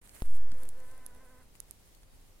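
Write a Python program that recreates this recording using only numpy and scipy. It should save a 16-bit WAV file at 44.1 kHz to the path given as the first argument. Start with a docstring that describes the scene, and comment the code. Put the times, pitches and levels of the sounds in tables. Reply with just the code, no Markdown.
"""A bumblebee's buzz hovers among garden flowers for about a second, then stops.
Its periodic wingbeat radiates a harmonic series and stirs the air; leaves scatter the tone.
Handling of a camera gives one low thump (a pressure step), small taps, soft rubbing (friction)
and sharp ticks (damped resonance of the right microphone port).
Behind it are a light rumble of air, a steady hiss and the whistles of a very distant bird."""
import sys
import numpy as np
from scipy import signal
from scipy.fft import rfft, irfft
from scipy.io import wavfile

SR = 44100
rng = np.random.default_rng(int(sys.argv[2]) if len(sys.argv) > 2 else 0)


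def wav_record(signal):
    """Record a signal, one row per channel, as 16-bit PCM in the file named by sys.argv[1]."""
    frames = np.transpose(np.atleast_2d(signal))
    bounded = np.clip(frames, -1, 1)
    # unit amplitude maps onto the largest positive 16-bit level
    quanta = np.round(bounded * 32767).astype(np.int16)
    wavfile.write(sys.argv[1], SR, quanta)


N = 105840

# Levels are taken before later gains; spectra give relative density; balance is left minus right.
# wingbeat rate: t/s, f/Hz
WINGBEAT = [(0.34, 237.6), (0.366, 256.0), (0.408, 245.9), (0.426, 259.8), (0.448, 242.5), (0.472, 255.7),
            (0.526, 258.4), (0.586, 253.5), (0.64, 257.4), (0.682, 221.5), (0.696, 217.8), (0.784, 258.4),
            (0.836, 255.8), (0.85, 247.4), (0.926, 259.3), (1.052, 255.0), (1.07, 247.9), (1.11, 248.3),
            (1.122, 241.9), (1.17, 253.9), (1.194, 245.2), (1.208, 263.9), (1.256, 256.4), (1.284, 245.4),
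            (1.31, 259.6), (1.368, 249.2), (1.406, 260), (1.42, 245)]
# buzz envelope: t/s, level of harmonic 2 (the hum)/dB, level of the other harmonics/dB
BUZZ_LEVELS = [(.32, -75, -77), (.38, -64, -68), (.44, -63, -69), (.49, -60, -67.5), (.522, -76, -71),
               (.55, -59, -67), (.645, -60, -67), (.70, -70, -72), (.785, -58.5, -68), (.83, -59.5, -68),
               (.86, -68, -70), (.93, -64, -68), (1.03, -73, -68), (1.10, -66, -69.5), (1.16, -74, -69),
               (1.23, -66.5, -70.5), (1.41, -67, -71)]
# harmonic series of the wings: harmonic number, level/dB
WING_HARMONICS = [(1, -5), (2, -1), (3, -10), (4, 1.5), (5, -9.5), (6, -2.5), (7, -6.5), (8, -8.5),
                  (9, -16), (10, -18), (11, -24)]
# spectrum of the air stirred by the wings: f/Hz, level/dB
WING_AIR_SPECTRUM = [(100, -10), (260, -8), (450, 13), (700, 9), (1200, 3), (2000, 4), (2600, -27),
                     (6000, -18.5)]
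# spectrum of the shudder after the thump: f/Hz, level/dB
SHUDDER_SPECTRUM = [(10, 4.5), (30, -12.5), (55, -8.5), (100, -16), (160, -36.5), (300, -64), (1000, -93)]
# ticks: t/s, level/dB, ring f/Hz, relative lower ring/dB, relative crack/dB, balance/dB
TICKS = [(0.634, -33.5, 9800, -13, -3.5, -30), (0.69, -28.5, 9200, -11, -5.5, -51),
         (1.0638, -23, 10700, -12.5, -13.5, -39), (1.149, -47, 10340, -20, -4, -27),
         (1.6027, -21.5, 10180, -7.5, -10.5, -37), (1.7100, -26, 9860, -14, -7.5, -26)]
# spectrum of a tick's crack: f/Hz, level/dB
CRACK_SPECTRUM = [(200, 3), (2300, 1.5), (4000, 9), (8000, 4), (11800, 21.5), (14000, -1), (16000, -6)]
# creaks, taps and bumps of the grip: t/s, level/dB, centre f/Hz, width/octaves, decay/s, balance/dB
GRIP_TAPS = [(0.065, -52, 3750, 0.081, 0.0019, 21), (.0935, -45, 4450, 1.0, 0.0018, 3),
             (0.167, -52.5, 2533, 1.2, 0.0044, 9), (0.22, -57, 410, 3.8, 0.0017, -20),
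             (0.226, -37.5, 11900, 0.42, 0.0011, -14), (0.445, -56.5, 142, 0.31, 0.014, 4),
             (0.489, -46, 54, 0.65, 0.0098, -3.5), (0.516, -46, 193, 0.4, 0.014, 1),
             (0.518, -39.5, 3600, 0.96, 0.0014, 3), (0.5194, -48, 1590, 0.16, 0.0019, 5),
             (0.623, -55.5, 172, 1.17, 0.061, 1.5), (0.6904, -35, 10200, 1.1, 0.00068, 15),
             (1.5534, -41.5, 6100, 2.6, 0.00059, 10), (1.554, -59, 176, 0.75, 0.0088, 8),
             (1.559, -52, 9000, 0.81, .003, 11), (1.948, -49, 12800, 2.1, 0.0034, 21),
             (2.031, -55.5, 1170, 2.4, 0.0038, -2), (2.119, -47, 39, 0.52, 0.038, -14.5)]
# crackles as the hand slips: t/s, level/dB
SLIP_CRACKLES = [(.0755, -46), (.165, -43.5), (.205, -43), (.368, -46), (.654, -44), (.803, -46),
                 (.914, -47), (.979, -50)]
# envelope of the rubbing hand: t/s, level/dB
RUB_LEVELS = [(.02, -64.5), (.06, -56.5), (.1, -58), (.18, -51), (.24, -57), (.29, -59), (.36, -60),
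              (.42, -69.5), (.5, -65.5), (.57, -61), (.66, -60.5), (.73, -69), (.8, -61.5), (.95, -68.5),
              (1.15, -68.5), (1.3, -66), (1.5, -71), (2.4, -72.5)]
# spectrum of the rubbing at each port: f/Hz, left level/dB, right level/dB
RUB_SPECTRA = [(70.4, -14, -15), (199, -1, 6.5), (610, -0.5, -10.5), (2060, -10, -1.5), (3200, -9, -12.5),
               (5680, -13, -14), (8040, -5, -3), (9550, -16, 2.5), (11860, -14.5, -3.5), (14500, -15, -11),
               (17000, -19, -10)]
# spectrum of the garden air: f/Hz, level/dB
AIR_SPECTRUM = [(15, -2.5), (25, 5.5), (33, -8.5), (92, -13.5), (206, -21.5), (236, -22.5), (326, -25.5),
                (503, -27), (734, -30.5), (1520, -36), (7310, -39.5), (14000, -42.5), (16000, -44.5)]
# likeness of the air noise at the two ports: f/Hz, correlation (0 to 1)
PORT_CORRELATION = [(30, 1), (150, 0), (600, 0.55), (1500, 0), (3000, 0), (16000, 0)]
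# envelope of the hiss: t/s, level/dB
HISS_LEVELS = [(.05, -6.5), (.2, 4), (.7, 5), (1.1, 3), (1.48, 2), (1.62, 4.5), (1.93, 6), (2.07, -0.5),
               (2.15, 4.5), (2.4, 3.5)]
# envelope of the low rumble: t/s, level/dB
RUMBLE_LEVELS = [(.1, 0), (.82, 2), (.92, 3), (1.07, 0), (1.16, 4.5), (1.3, 0), (1.62, 3), (1.74, -0.5),
                 (1.82, 1.5), (1.94, 1), (2.14, 2), (2.4, 1)]
# bird notes: t/s, duration/s, start f/Hz, middle f/Hz, end f/Hz, level/dB
BIRD_NOTES = [(1.935, 0.094, 4150, 4400, 4360, -81), (2.013, 0.15, 4360, 4660, 4680, -82),
              (2.093, 0.029, 3830, 3740, 3720, -76), (2.12, 0.054, 4720, 4520, 5000, -78),
              (2.174, 0.11, 3850, 4050, 4070, -82)]

PORT_LAG_S, CRACK_DECAY_S = 0.00022, 0.00074
TIME, FREQS = np.arange(N) / SR, np.fft.rfftfreq(N, 1 / SR)


def bee():
    """Periodic forcing: beating wings radiate harmonics of their rate and stir the air into noise."""
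    start_s, end_s, fade_s, pivot_s = 0.28, 1.43, 0.0062, 1.0
    nearing_db_per_s, turning_db_per_s = 20, 6
    effort_db_per_hz, hover_hz = 0.13, 255
    jitter, flutter_db = .005, 1.5
    flying = np.clip(np.minimum(TIME - start_s, end_s - TIME) / fade_s, 0, 1)
    rate = curve(WINGBEAT)
    cycles = np.cumsum(rate * (1 + jitter * wander(hz=62.6))) / SR
    hum = flying * amp(curve(BUZZ_LEVELS))
    others = flying * amp(curve(BUZZ_LEVELS, column=2))
    buzz = np.zeros((2, N))
    for k, db in WING_HARMONICS:
        level = hum * amp(db) if k == 2 else others * amp(db + flutter_db * wander(hz=22))
        if k == 1:  # the fundamental grows as the bee nears
            level *= amp(nearing_db_per_s * (TIME - pivot_s))
        elif k > 3:  # even harmonics gain on odd ones as it turns
            level *= amp((-1) ** k * turning_db_per_s * (TIME - pivot_s))
        sides = pan(db=-4 if k > 2 else -4.5)
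        buzz += sides * np.sqrt(2) * level * np.sin(2 * np.pi * (k * cycles + rng.random()))
    buzz *= amp(effort_db_per_hz * (rate - hover_hz))  # faster wingbeats are louder
    scattered = leaf_scatter(buzz)
    shared, left, right = (noise(WING_AIR_SPECTRUM) for _ in range(3))
    stirred = others * amp(-0.5) * (shared + .5 * np.array([left, right]))
    return buzz + scattered + stirred


def leaf_scatter(buzz, t60_s=0.1, level_db=-14):
    """Diffuse scattering: reflections from leaves add a short, exponentially decaying tail."""
    response = rng.standard_normal((2, N)) * np.exp(-np.log(1000) * TIME / t60_s)
    response /= np.linalg.norm(response[0])
    return amp(level_db) * signal.fftconvolve(buzz, response, axes=1)[:, :N]


def thump(onset_s=.2212):
    """Relaxation: pressure at both ports steps down, swells back and leaks away as a shudder dies."""
    step_db, swell_db, swell_s, leak_s = -22.5, -8, 0.06, 0.2
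    shudder_db, shudder_s = -45.5, 0.41
    settling = np.exp(-TIME / swell_s)
    pressure = amp(swell_db) * (np.exp(-TIME / leak_s) - settling) - amp(step_db) * settling
    envelope = amp(shudder_db) * np.exp(-(TIME / shudder_s) ** 4)
    shared = noise(SHUDDER_SPECTRUM)
    out = np.zeros((2, N))
    for port, lag in zip(out, (0, PORT_LAG_S)):
        shudder = envelope * (shared + 1.03 * noise(SHUDDER_SPECTRUM))
        add(port, onset_s + lag, pressure + shudder)
    return out


def ticks(rise_s=0.00013, lower_hz=6600):
    """Damped resonance: tiny snaps crack and ring two modes of the port for under a millisecond."""
    t, out = np.arange(512) / SR, np.zeros((2, N))
    envelope = (t / rise_s / 2) ** 2 * np.exp(2 - t / rise_s)
    for onset, db, hz, lower_db, crack_db, balance_db in TICKS:
        ring = envelope * (np.sin(2 * np.pi * hz * t) + amp(lower_db) * np.sin(2 * np.pi * lower_hz * t))
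        crack = amp(crack_db) * noise(CRACK_SPECTRUM, len(t)) * np.exp(-t / CRACK_DECAY_S)
        add(out, onset, amp(db) * pan(balance_db) * (ring + crack))
    return out


def grip_taps(size=8192):
    """Impulsive excitation: the grip sets off damped bands of noise, slightly later on the right."""
    t, f = np.arange(size) / SR, np.fft.rfftfreq(size, 1 / SR) + 1
    out = np.zeros((2, N))
    for onset, db, hz, octaves, decay_s, balance_db in GRIP_TAPS:
        spectra = rfft(rng.standard_normal((2, size)))
        spectra[1] = spectra[0] * np.exp(-2j * np.pi * f * PORT_LAG_S / 2)
        band = np.exp(-.5 * (np.log2(f / hz) / octaves) ** 2)
        burst = unit(irfft(spectra * band))
        envelope = (1 - np.exp(-2 * t * hz)) * np.exp(-t / decay_s)
        add(out, onset, amp(db) * pan(balance_db) * burst * envelope)
    return out


def rubbing(grain_db=1.5, slip_db=2.5):
    """Friction: a slipping hand hisses and crackles, brightest in the resonance of the right port."""
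    grains = rng.standard_normal((2, N)) * amp(grain_db * wander(hz=395) + slip_db * wander(hz=21))
    friction = amp(curve(RUB_LEVELS)) * unit(grains)
    decay = np.exp(-np.arange(512) / SR / CRACK_DECAY_S)
    for onset, db in SLIP_CRACKLES:
        add(friction, onset, amp(db) * rng.standard_normal((2, len(decay))) * decay)
    colour = amp([at_bins(RUB_SPECTRA), at_bins(RUB_SPECTRA, column=2)])
    return irfft(rfft(friction) * unit(colour), N)


def air(level_db=-59.5, crossover_hz=3000):
    """Partial coherence: the deepest rumble is common to both ports, the high hiss independent."""
    left, independent = rfft(rng.standard_normal((2, N)))
    correlation = np.clip(at_bins(PORT_CORRELATION), 0, 1)
    right = correlation * left + np.sqrt(1 - correlation ** 2) * independent
    spectra = np.array([left, right]) * amp(at_bins(AIR_SPECTRUM)) * (FREQS > 20)
    highpass = FREQS ** 2 / (FREQS ** 2 + crossover_hz ** 2)
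    rumble, hiss = irfft(spectra * (1 - highpass), N), irfft(spectra * highpass, N)
    wavering = rumble * amp(curve(RUMBLE_LEVELS)) + hiss * amp(curve(HISS_LEVELS)) * pan(db=0.99)
    return amp(level_db) * wavering / np.std(rumble + hiss)


def bird():
    """Frequency modulation: thin whistles, far to the left, glide along parabolas of pitch."""
    out = np.zeros(N)
    for onset, duration, first, middle, last, db in BIRD_NOTES:
        progress = np.linspace(0, 1, int(duration * SR))
        hz = np.polyval(np.polyfit([0, .5, 1], [first, middle, last], 2), progress)
        envelope = np.sqrt(2 * abs(np.sin(np.pi * progress)))
        add(out, onset, amp(db) * envelope * np.sin(2 * np.pi * np.cumsum(hz) / SR))
    return pan(db=8.7) * out


def amp(db):
    """Decibel law: amplitude grows tenfold per 20 dB."""
    return 10 ** (np.asarray(db) / 20)


def unit(x):
    """Normalisation to rms 1."""
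    return x / np.sqrt(np.mean(x ** 2) + 1e-30)


def curve(rows, column=1):
    """Linear interpolation of a time table at every sample."""
    rows = np.array(rows)
    return np.interp(TIME, rows[:, 0], rows[:, column])


def at_bins(rows, size=N, column=1):
    """Log-frequency interpolation of a table at the Fourier bins of a sound of this size."""
    rows = np.array(rows)
    return np.interp(np.log(np.fft.rfftfreq(size, 1 / SR) + 1), np.log(rows[:, 0]), rows[:, column])


def noise(spectrum, size=N):
    """Spectral shaping of white noise, at rms 1."""
    return unit(irfft(rfft(rng.standard_normal(size)) * amp(at_bins(spectrum, size)), size))


def wander(hz):
    """Random modulation: noise of rms 1, low-passed at this rate."""
    return unit(irfft(rfft(rng.standard_normal(N)) / (1 + (FREQS / hz) ** 4), N))


def pan(db):
    """Level difference between left and right as two gains; positive favours the left."""
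    return amp([[min(db, 0)], [min(-db, 0)]])


def add(mix, onset_s, sound):
    """Superposition of a delayed sound on the mix."""
    part = mix[..., max(round(onset_s * SR), 0):][..., :sound.shape[-1]]
    part += sound[..., :part.shape[-1]]


def scene():
    """Superposition: the pressures of bee, handling and garden add."""
    return bee() + thump() + ticks() + grip_taps() + rubbing() + air() + bird()


def record(dry, fade_s=.016, cutoff_hz=16000):
    """Band limiting: the sound fades in quickly from silence; a low-pass cuts the top treble."""
    fade_in = np.clip(TIME / fade_s, 0, 1) ** 10
    lowpass = signal.firwin(401, cutoff_hz, window=("kaiser", 9), fs=SR)
    return signal.oaconvolve(dry * fade_in, lowpass[None], "same")


dry = scene()
out = record(dry)
wav_record(out)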